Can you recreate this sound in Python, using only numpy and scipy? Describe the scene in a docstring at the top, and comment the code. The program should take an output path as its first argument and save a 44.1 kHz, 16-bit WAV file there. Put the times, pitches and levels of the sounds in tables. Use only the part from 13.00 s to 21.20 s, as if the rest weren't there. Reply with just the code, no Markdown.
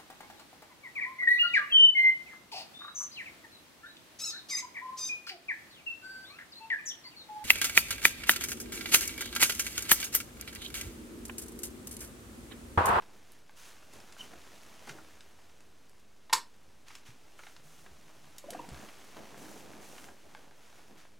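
"""A small carpeted room with a water airlock on a plastic fermenting bucket.
One bubble bursts with a sharp pop: short snaps ring the airlock's modes, with spray noise and gliding gulps.
Later the water gurgles and froths softly, as short tones that slide in pitch.
Someone moves close by: clothes (shaped noise and crackles), footfalls (damped sines), ticks (noise bursts),
knocks on the bucket (modes) and plastic squeaks (glides), over room tone and a faint hum (filtered noise)."""
import sys
import numpy as np
from scipy import signal
from scipy.fft import rfft, irfft, next_fast_len
from scipy.io import wavfile

SR = 44100
rng = np.random.default_rng(int(sys.argv[2]) if len(sys.argv) > 2 else 0)


def pcm_store(signal):
    """Save signal as 16-bit PCM."""
    levels = np.round(np.clip(np.atleast_2d(signal), -1, 1) * 32767)
    wavfile.write(sys.argv[1], SR, levels.astype(np.int16).T)


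N = 361487
CUTOFF_HZ = 15900


def from_db(db):
    """Amplitude ratio of a level in dB."""
    return 10 ** (np.asarray(db) / 20)


def rms_one(x):
    """Scale to rms 1."""
    return x / np.sqrt(np.mean(x ** 2) + 1e-20)


def at_hz(points, hz):
    """Read a table on a log-frequency axis."""
    known_hz, values = np.transpose(points)
    return np.interp(np.log(np.maximum(hz, 1)), np.log(known_hz), values)


def seconds(length_s):
    """Time axis in seconds."""
    return np.arange(int(length_s * SR)) / SR


def fade(t, t60_s):
    """Exponential decay, 60 dB down at t60."""
    return np.exp(-np.log(1000) * t / t60_s)


def add(track, start_s, sound):
    """Mix a sound into the track, cut at its end."""
    start = int(round(start_s * SR))
    track[start:start + len(sound)] += sound[:N - start]


def noise(spectrum, size):
    """Noise of the given colour, rms 1."""
    hz = np.fft.rfftfreq(size, 1 / SR)
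    white = rng.standard_normal(size)
    return rms_one(irfft(rfft(white) * from_db(at_hz(spectrum, hz)), size))


def drift(rate_hz):
    """Random values of spread 1, joined by straight lines."""
    knots = rng.standard_normal(N // 20)
    return np.interp(np.arange(N) / SR * rate_hz, np.arange(len(knots)), knots)


def band(x, low_hz, high_hz, order=1):
    """Butterworth band-pass."""
    edges_hz = [low_hz, min(high_hz, .45 * SR)]
    return signal.sosfilt(signal.butter(order, edges_hz, "band", fs=SR, output="sos"), x)


def modes(table, t):
    """A body's ring after one sharp blow: a sum of damped cosines."""
    return sum(from_db(db) * np.cos(2 * np.pi * hz * t) * fade(t, t60_s) for hz, db, t60_s in table)


def strokes(rows, attack_s, release_s):
    """Power of a series of strokes: each swells, holds for its length and dies away."""
    power = np.zeros(N)
    for start_s, length_s, db in rows:
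        t = seconds(length_s + 5 * release_s)
        level = np.minimum(t / attack_s, 1) * np.exp(-np.maximum(t - length_s, 0) / release_s)
        add(power, start_s, (from_db(db) * level) ** 2)
    return power


def glides(rows, waver, overtone_db):
    """Short tones that swell, slide in pitch and die away, with a weak octave."""
    out, unsteady = np.zeros(N), drift(500)
    for start_s, db, start_hz, end_hz, swell_s, fade_s in rows:
        t = seconds(swell_s + 2 * fade_s)
        hz = np.interp(t, [0, swell_s + fade_s], [start_hz, end_hz])
        hz = hz * (1 + waver * unsteady[int(start_s * SR):][:len(t)])
        phase = 2 * np.pi * np.cumsum(hz) / SR
        level = np.minimum(t / swell_s, 1) * np.exp(-3 * (np.maximum(t - swell_s, 0) / fade_s) ** 1.5)
        add(out, start_s, from_db(db) * level * (np.sin(phase) + from_db(overtone_db) * np.sin(2 * phase)))
    return out


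def two_microphones(mid, side):
    """Two close microphones hear nearly the same; returns left and right."""
    # Each row: frequency in Hz, side against mid in dB.
    width_table = [(30, -32), (130, -6.5), (250, -7.5), (500, -6.5), (2000, -11.5), (5000, -14.5),
                   (14000, -11.5)]
    size = next_fast_len(N)
    width = from_db(at_hz(width_table, np.fft.rfftfreq(size, 1 / SR)))
    return mid[:N] + irfft(rfft(side, size) * width, size)[:N] * np.array([[1], [-1]])


def wide_noise(spectrum):
    """Noise from all around, coloured by the room's standing waves."""
    # Standing waves of the small room. Each row: centre in Hz, width in Hz, lift in dB.
    room_modes = [(85.7, 8.4, 8), (143, 17, 3.5), (208.7, 15.3, 8), (264.5, 11, 6), (313, 9, 8),
                  (377, 14, 2.5)]
    size = next_fast_len(N)
    hz = np.fft.rfftfreq(size, 1 / SR)
    lift_db = sum(db / (1 + (2 * (hz - centre_hz) / width_hz) ** 2) for centre_hz, width_hz, db in room_modes)
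    lift = from_db(lift_db)
    mid, side = [rms_one(irfft(rfft(noise(spectrum, size)) * lift, size)) for _ in range(2)]
    return two_microphones(mid, side)


def off_centre(x, lead_s=.00001):
    """A source to one side reaches the right microphone a moment sooner, which widens its treble."""
    slope = np.gradient(x) * SR
    return x + slope * lead_s / 2 * np.array([[-1], [1]])


def panned(x, left_db):
    """Left raised and right lowered by left_db."""
    return x * from_db([[left_db], [-left_db]])


def room(x, first_s=0.0022, side_db=-4.5):
    """Dense reflections that die band by band; returns left and right."""
    # Colour of the reflections. Each row: frequency in Hz, level in dB.
    walls = [(100, -5), (400, 7), (700, -2.5), (950, -3), (1300, 6), (2000, 1.5), (4400, 2), (8000, 3),
             (12000, 4), (16000, -8)]
    # The room's decay. Each row: frequency in Hz, t60 in seconds.
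    room_t60 = [(200, 0.34), (1000, 0.2), (2500, 0.2), (4500, 0.19), (9000, 0.17), (14000, 0.16)]
    t = seconds(.45)
    hz, edges_hz = np.fft.rfftfreq(len(t), 1 / SR), np.geomspace(60, 17000, 11)
    tails = []
    for white in rfft(rng.standard_normal((2, len(t)))):
        coloured = np.exp(1j * np.angle(white)) * from_db(at_hz(walls, hz))  # random phase only
        tail = np.zeros(len(t))
        for low_hz, high_hz in zip(edges_hz, edges_hz[1:]):
            in_band = (hz >= low_hz) * (hz < high_hz)
            tail += irfft(coloured * in_band, len(t)) * fade(t, at_hz(room_t60, np.sqrt(low_hz * high_hz)))
        tail *= np.clip(t / first_s - 1, 0, 1)  # silent until first_s
        tails.append(signal.oaconvolve(x, tail / np.linalg.norm(tail))[:N])
    return two_microphones(tails[0], from_db(side_db) * tails[1])


def room_tone():
    """Steady broadband noise from all around, rms 1 in the mid."""
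    # Each row: frequency in Hz, level in dB per Hz.
    tone_spectrum = [(20, 3.5), (55, -0.5), (110, -1), (230, -4.5), (400, -3.5), (1000, -11), (2000, -15),
                     (4000, -17), (8000, -21.5), (16000, -31)]
    return wide_noise(tone_spectrum)


def hums(width_hz=16, attack_s=0.044, release_s=0.09):
    """A narrow, unsteady low drone that swells and fades: band-passed noise."""
    # Each row: start in seconds, length in seconds, level in dB, pitch in Hz.
    hum_rows = [(1.9, 0.58, -70.5, 84), (4.523, 0.82, -69.5, 151.5)]
    out = np.zeros(N)
    for start_s, length_s, db, hz in hum_rows:
        drone = rms_one(band(rng.standard_normal(N), hz - width_hz / 2, hz + width_hz / 2, order=2))
        out += np.sqrt(strokes([(start_s, length_s, db)], attack_s, release_s)) * drone
    return out


def movement_db():
    """How briskly the person moves at each moment."""
    # Reference level for stirring cloth and faint ticks. 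Each row: time in seconds, level in dB.
    movement = [(0.0, -64), (0.34, -63.5), (0.44, -68.5), (0.68, -62), (1.23, -59.5), (1.85, -57.5),
                (2.08, -61), (3.04, -70.5), (3.9, -68), (4.04, -69), (4.38, -63), (4.54, -64.5),
                (5.13, -62.5), (5.46, -61), (5.66, -57), (6.94, -58.5), (7.15, -63.5), (7.35, -62),
                (7.52, -66), (7.76, -61), (8.2, -72)]
    return np.interp(np.arange(N) / SR, *np.transpose(movement))


def crackle(rate_per_s=90, scatter_db=4):
    """The weave catches and lets go in tiny snaps of uneven size; rms 1."""
    # Each row: frequency in Hz, level in dB.
    crackle_spectrum = [(100, -10), (280, 2), (750, 1), (1500, -4), (3000, -8), (7000, -17), (16000, -30)]
    size = next_fast_len(N)
    sizes = from_db(scatter_db * np.minimum(rng.exponential(1, size), 2)) * rng.choice([-1, 1], size)
    snaps = sizes * (rng.random(size) < rate_per_s / SR)
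    colour = from_db(at_hz(crackle_spectrum, np.fft.rfftfreq(size, 1 / SR)))
    return rms_one(irfft(rfft(snaps) * colour, size))[:N]


def clothes(lumpy_db=2.0, grain_db=1.1, uneven_db=0.53, crackle_db=-7.5):
    """Cloth stirs with movement, louder at each stroke; folds flap in lumps, the weave slips in a fine grain."""
    # A heavy fold shifts. Each row: start in seconds, length in seconds, level in dB,
    # low flutter against that in dB.
    flap_rows = [(0.0, 0.14, -65, -8), (0.927, .051, -57, -7), (1.184, .07, -63.5, 0),
                 (1.298, 0.038, -57, -8), (1.864, .12, -56.5, -3), (4.835, .032, -62.5, -5),
                 (5.45, .2, -62, 3), (5.68, .19, -58.5, -3), (6.157, 0.045, -49.5, -13),
                 (6.266, 0.58, -58, -7.5), (6.384, 0.17, -61, 4), (6.628, 0.13, -63, 3.5),
                 (6.872, 0.24, -58, -9), (7.216, 0.31, -65, -5), (7.886, .06, -60.5, -1.5)]
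    # A sleeve or trouser leg slides over itself. Each row: start in seconds, length in seconds, level in dB,
    # swish against rubbing in dB.
    slide_rows = [(0.555, 0.14, -59, -1), (0.91, 0.056, -61, -2.5), (1.167, .07, -57, -3),
                  (1.859, 0.032, -56.5, -2.5), (3.858, 0.098, -59.5, -7), (4.044, 0.039, -57.5, -7),
                  (4.368, 0.15, -65, -0.5), (4.624, 0.21, -69.5, 4), (5.717, 0.14, -63.5, 0),
                  (6.36, 0.24, -66.5, 6), (6.802, 0.25, -64.5, 5), (7.602, 0.093, -68.5, -7),
                  (7.963, 0.044, -61, -7)]
    # Four spectra. Each row: frequency in Hz, level in dB per Hz.
    folds_spectrum = [(40, -17), (120, -5), (220, -3), (400, -0.5), (750, -0.5), (1200, -9.5),
                      (2200, -18.5), (5000, -52)]
    flutter_spectrum = [(60, -23), (130, -4), (200, -0.5), (330, -2.5), (520, -6), (900, -32)]
    rubbing_spectrum = [(400, -22), (900, -1.5), (1400, -0.5), (2000, -2), (2700, -2), (4000, -6.5),
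                        (6000, -7.5), (12000, -32)]
    swish_spectrum = [(1500, -28), (3500, -5), (4800, -6), (6300, 1), (8500, -3), (10200, -3), (12500, -7),
                      (16000, -10.5)]
    flap_times = dict(attack_s=0.009, release_s=0.039)
    slide_times = dict(attack_s=0.02, release_s=0.059)

    stir = from_db(movement_db() + uneven_db * drift(14))
    flaps = strokes([(s, length, db) for s, length, db, _ in flap_rows], **flap_times)
    flutters = strokes([(s, length, db + low_db) for s, length, db, low_db in flap_rows], **flap_times)
    rubs = strokes([(s, length, db) for s, length, db, _ in slide_rows], **slide_times)
    swishes = strokes([(s, length, db + bright_db) for s, length, db, bright_db in slide_rows], **slide_times)

    def moving(stir_db, power, spectrum):
        """Constant stirring and strokes add in power."""
        return np.sqrt((from_db(stir_db) * stir) ** 2 + power) * wide_noise(spectrum)

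    folds = moving(-5.5, flaps, folds_spectrum) + np.sqrt(flutters) * wide_noise(flutter_spectrum)
    sliding = moving(-2.5, rubs, rubbing_spectrum) + moving(-6.5, swishes, swish_spectrum)
    crackles = from_db(crackle_db) * np.sqrt(stir ** 2 + flaps) * crackle()
    return folds * from_db(lumpy_db * drift(90)) + sliding * from_db(grain_db * drift(500)) + crackles


def footfalls(rise_s=0.0015):
    """A foot loads the floor gently through the carpet; the boards swing a few times."""
    # Each row: start in seconds, level in dB, floor's ring in Hz, t60 in seconds.
    steps = [(1.364, -54, 75, 0.15), (1.902, -42.5, 146, 0.065), (4.087, -46, 116, .087),
             (4.092, -52.5, 229, .06), (4.915, -51.5, 66, .15), (5.685, -41.5, 222, 0.08),
             (5.718, -40, 134, 0.12), (5.718, -41, 68.4, 0.18)]
    out, t = np.zeros(N), seconds(.4)
    for start_s, db, hz, t60_s in steps:
        swing = np.sin(2 * np.pi * hz * t) * fade(t, t60_s)
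        add(out, start_s, from_db(db) * swing * (1 - np.exp(-t / rise_s)))
    return out


def faint_ticks(rate_per_s=7, above_movement_db=9.5, scatter_db=2.5, low_hz=700, high_hz=10000, t60_s=0.01):
    """Chance contacts, stronger when the movement is brisk; rows like those of ticks()."""
    times_s = np.cumsum(rng.exponential(1, size=120)) / rate_per_s
    sizes, pitches = rng.uniform(-1.1, 1, size=120), rng.random(size=120)
    brisk_db = movement_db()
    rows = []
    for start_s, size, pitch in zip(times_s, sizes, pitches):
        if start_s * SR < N - 1:
            db = brisk_db[int(start_s * SR)] + above_movement_db + scatter_db * size
            rows.append((start_s, db, low_hz * (high_hz / low_hz) ** pitch, t60_s))
    return rows


def ticks(spread=2.28, rise_s=.0004):
    """Each contact is a burst of tiny slips in a heavily damped, slightly hollow body."""
    # Each row: start in seconds, peak before the hollow rings in dB, centre in Hz, t60 of the slips in seconds.
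    tick_rows = [(.021, -45.5, 1470, 0.048), (.32, -43.5, 6500, 0.0033), (0.935, -44, 4000, 0.018),
                 (1.002, -44, 2600, .015), (1.123, -42.5, 3460, 0.034), (1.334, -46.5, 650, 0.034),
                 (1.417, -47, 4000, .008), (1.875, -40.5, 650, 0.072), (1.891, -35.5, 2300, .06),
                 (1.984, -47, 850, 0.042), (2.207, -38, 2980, 0.011), (2.605, -50, 3200, .02),
                 (2.895, -50.5, 5000, .008), (3.2966, -42.5, 1750, 0.04), (3.883, -42, 3500, .014),
                 (3.904, -46.5, 1400, .04), (3.952, -36, 3300, .024), (4.105, -50, 2400, .015),
                 (4.391, -43.5, 990, 0.052), (4.435, -42.5, 1590, 0.017), (4.467, -42.5, 1390, 0.032),
                 (4.564, -44, 2310, 0.026), (4.862, -46.5, 1200, 0.037), (5.382, -35.5, 5600, 0.031),
                 (5.5045, -30, 5600, .007), (5.5062, -32, 5760, .014), (5.533, -41.5, 2900, 0.035),
                 (5.690, -35.5, 3760, .0041), (5.744, -44, 2600, .025), (5.886, -44, 1400, .05),
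                 (6.343, -43.5, 880, .016), (6.455, -46, 1300, .012), (6.733, -45, 1000, .03),
                 (6.98, -42, 1700, 0.043), (7.042, -39.5, 1900, 0.0056), (7.086, -46, 850, .04),
                 (8.051, -48.5, 890, .025)]
    # Hollow resonances of the handled plastic. Each row: centre in Hz, width in Hz, gain as a ratio.
    hollow = [(900, 230, 1), (1555, 300, 0.81)]
    out, t = np.zeros(N), seconds(.3)
    for start_s, db, hz, t60_s in tick_rows + faint_ticks():
        slips = rng.standard_normal(len(t)) * fade(t, t60_s) * (1 - np.exp(-t / rise_s))
        burst = band(slips, hz / spread, hz * spread, order=2)
        add(out, start_s, from_db(db) * burst / np.abs(burst).max())
    rings = [gain * signal.lfilter(*signal.iirpeak(hz, hz / width_hz, fs=SR), out + 1e-18)
             for hz, width_hz, gain in hollow]
    return out + sum(rings)


def squeaks():
    """Brief squeaks and pings of plastic, as wavering glides."""
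    # Each row: start in seconds, level in dB, start pitch in Hz, end pitch in Hz, swell and fade in seconds.
    squeak_rows = [(1.184, -48, 2950, 3000, .014, .028), (1.205, -38, 2970, 2830, .004, 0.017),
                   (1.195, -57, 5550, 5650, .01, .02)]
    return glides(squeak_rows, waver=0.027, overtone_db=-26.0)


def knocks(lowest_hz=600, highest_hz=4500):
    """Something taps the hollow bucket's wall, which rings briefly."""
    # Each row: start in seconds, level in dB.
    knock_rows = [(.495, -51), (4.391, -56), (7.3495, -42), (7.373, -56), (7.511, -56), (7.728, -57),
                  (7.793, -55)]
    # Modes of the bucket's wall, before the band-pass. Each row: frequency in Hz, level in dB, t60 in seconds.
    bucket = [(845, 0, 0.026), (1080, -2, 0.017), (1540, 0, 0.024), (2160, -5.5, .016), (3270, -7, .008),
              (4460, -8, .009)]
    out = np.zeros(N)
    ring = band(modes(bucket, seconds(.1)), lowest_hz, highest_hz, order=2)
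    for start_s, db in knock_rows:
        add(out, start_s, from_db(db) * ring)
    return out


def froth(start_s=5.53, length_s=.4, count=45, level_db=-52, scatter_db=2, sinks_db_per_s=8,
          low_hz=800, high_hz=2780, fade_cycles=11.4, rise_ratio=1.13, swell_s=0.00098):
    """Tiny rising bubbles, fainter as the water settles; rows like those of gurgles()."""
    rows = []
    for when, size, pitch in rng.random((count, 3)):
        age_s = when * length_s
        hz = low_hz * (high_hz / low_hz) ** pitch
        db = level_db + scatter_db * (2 * size - 1) - sinks_db_per_s * age_s
        rows.append((start_s + age_s, db, hz, hz * rise_ratio, swell_s, fade_cycles / hz))
    return rows


def gurgles():
    """Gas pockets slip through the water, each a wavering glide, with froth among them."""
    # Each row: start in seconds, level in dB, start pitch in Hz, end pitch in Hz, swell and fade in seconds.
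    gurgle_rows = [(5.440, -42.5, 557, 570, 0.0018, 0.021), (5.440, -51, 1040, 1000, 0.0033, .012),
                   (5.463, -48, 280, 330, 0.0041, 0.012), (5.476, -39.5, 492, 850, 0.015, 0.0207),
                   (5.505, -48, 765, 775, .005, .014), (5.520, -43, 440, 596, .014, 0.013),
                   (5.532, -45, 1900, 1980, 0.0027, 0.0076), (5.544, -48, 1100, 1150, .003, .008),
                   (5.547, -32.5, 734, 716, 0.0038, 0.0084), (5.552, -45, 284, 318, 0.0045, .017),
                   (5.564, -49, 770, 740, .005, .018), (5.590, -35.5, 1000, 860, 0.0075, .016),
                   (5.591, -42, 525, 504, 0.0069, 0.014), (5.594, -47, 300, 300, 0.0054, 0.013),
                   (5.618, -51, 855, 980, .019, .008), (5.638, -50, 760, 800, 0.0027, 0.026)]
    return glides(gurgle_rows + froth(), waver=0.039, overtone_db=-31)


def gulps():
    """The airlock's chamber rings hollow at each gulp of gas."""
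    # Each row: start in seconds, level in dB, start pitch in Hz, end pitch in Hz, swell and fade in seconds.
    gulp_rows = [(3.296, -44.5, 930, 950, 0.00089, .013), (3.2965, -50, 1840, 1800, .001, .02),
                 (3.304, -41, 940, 940, .002, 0.0064), (3.3277, -17.5, 937, 930, 0.00204, 0.01),
                 (3.3356, -14.5, 990, 1000, 0.0024, .0055)]
    return glides(gulp_rows, waver=0.016, overtone_db=-26.5)


def pops(spray_t60_s=0.023, lowest_hz=900):
    """Each film snaps, rings the airlock at the water's pitch and flings fine spray at its walls."""
    # Bursting films. Each row: start in seconds, level in dB, decay time of the snap in seconds, spray in dB,
    # speed of the ring as the water shifts (ratio, 1 = at rest).
    pop_rows = [(3.3272, -23, .00018, -37, 1.0), (3.3299, -14, 0.000044, -20.5, 1.02),
                (3.3334, -22, 0.000033, -14.5, 0.98), (3.3376, -26, 0.000044, -25, 1.2)]
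    # Tubes and plastic walls at rest, before the band-pass. Each row: frequency in Hz, level in dB,
    # t60 in seconds.
    airlock = [(1400, -10, 0.014), (1870, -9, .012), (2400, -5, 0.0097), (3100, -11, .008),
               (4000, -12, 0.0079), (4600, 0, 0.011), (5270, -2, .01), (6546, -13, .011), (7540, -12, .012),
               (8900, -7, 0.0098)]
    # Each row: frequency in Hz, level in dB per Hz.
    spray_spectrum = [(100, -26), (430, -7), (620, -11), (1200, 0.5), (2500, 1.5), (3400, 2), (4700, 8),
                      (6300, 2.5), (8500, 1), (11000, -6), (14000, -6), (16000, -23)]
    out, t = np.zeros(N), seconds(0.16)
    for start_s, db, snap_s, spray_db, pitch in pop_rows:
        snap = np.exp(-t / snap_s)  # a longer snap sounds duller
        body = band(modes(airlock, t * pitch), lowest_hz, CUTOFF_HZ, order=2)  # so small a body radiates no bass
        add(out, start_s, from_db(db) * signal.oaconvolve(snap / snap.sum(), body))
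        spray = noise(spray_spectrum, len(t)) * fade(t, spray_t60_s)
        add(out, start_s, from_db(spray_db) * spray)
    return out


def scene(pop_wet_db=-7.0, near_wet_db=-8.0, tone_db=-65.5,
          pop_pan_db=-0.3, near_pan_db=-0.1, around_pan_db=-0.2):
    """The airlock and the small noises around it share one room."""
    around = room_tone() * from_db(tone_db) + hums() + clothes()
    small = footfalls() + ticks() + squeaks() + knocks() + gurgles()
    burst = gulps() + pops()
    reflected = room(from_db(pop_wet_db) * burst + from_db(near_wet_db) * small)
    popping = panned(off_centre(burst) + reflected, pop_pan_db)
    return popping + panned(small, near_pan_db) + panned(around, around_pan_db)


def record(dry):
    """The converter rests slightly off zero; the top is cut steeply."""
    low_pass = signal.ellip(10, .1, 80, CUTOFF_HZ, fs=SR, output="sos")
    return signal.sosfilt(low_pass, dry) + .0022


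dry = scene()
out = record(dry)
pcm_store(out)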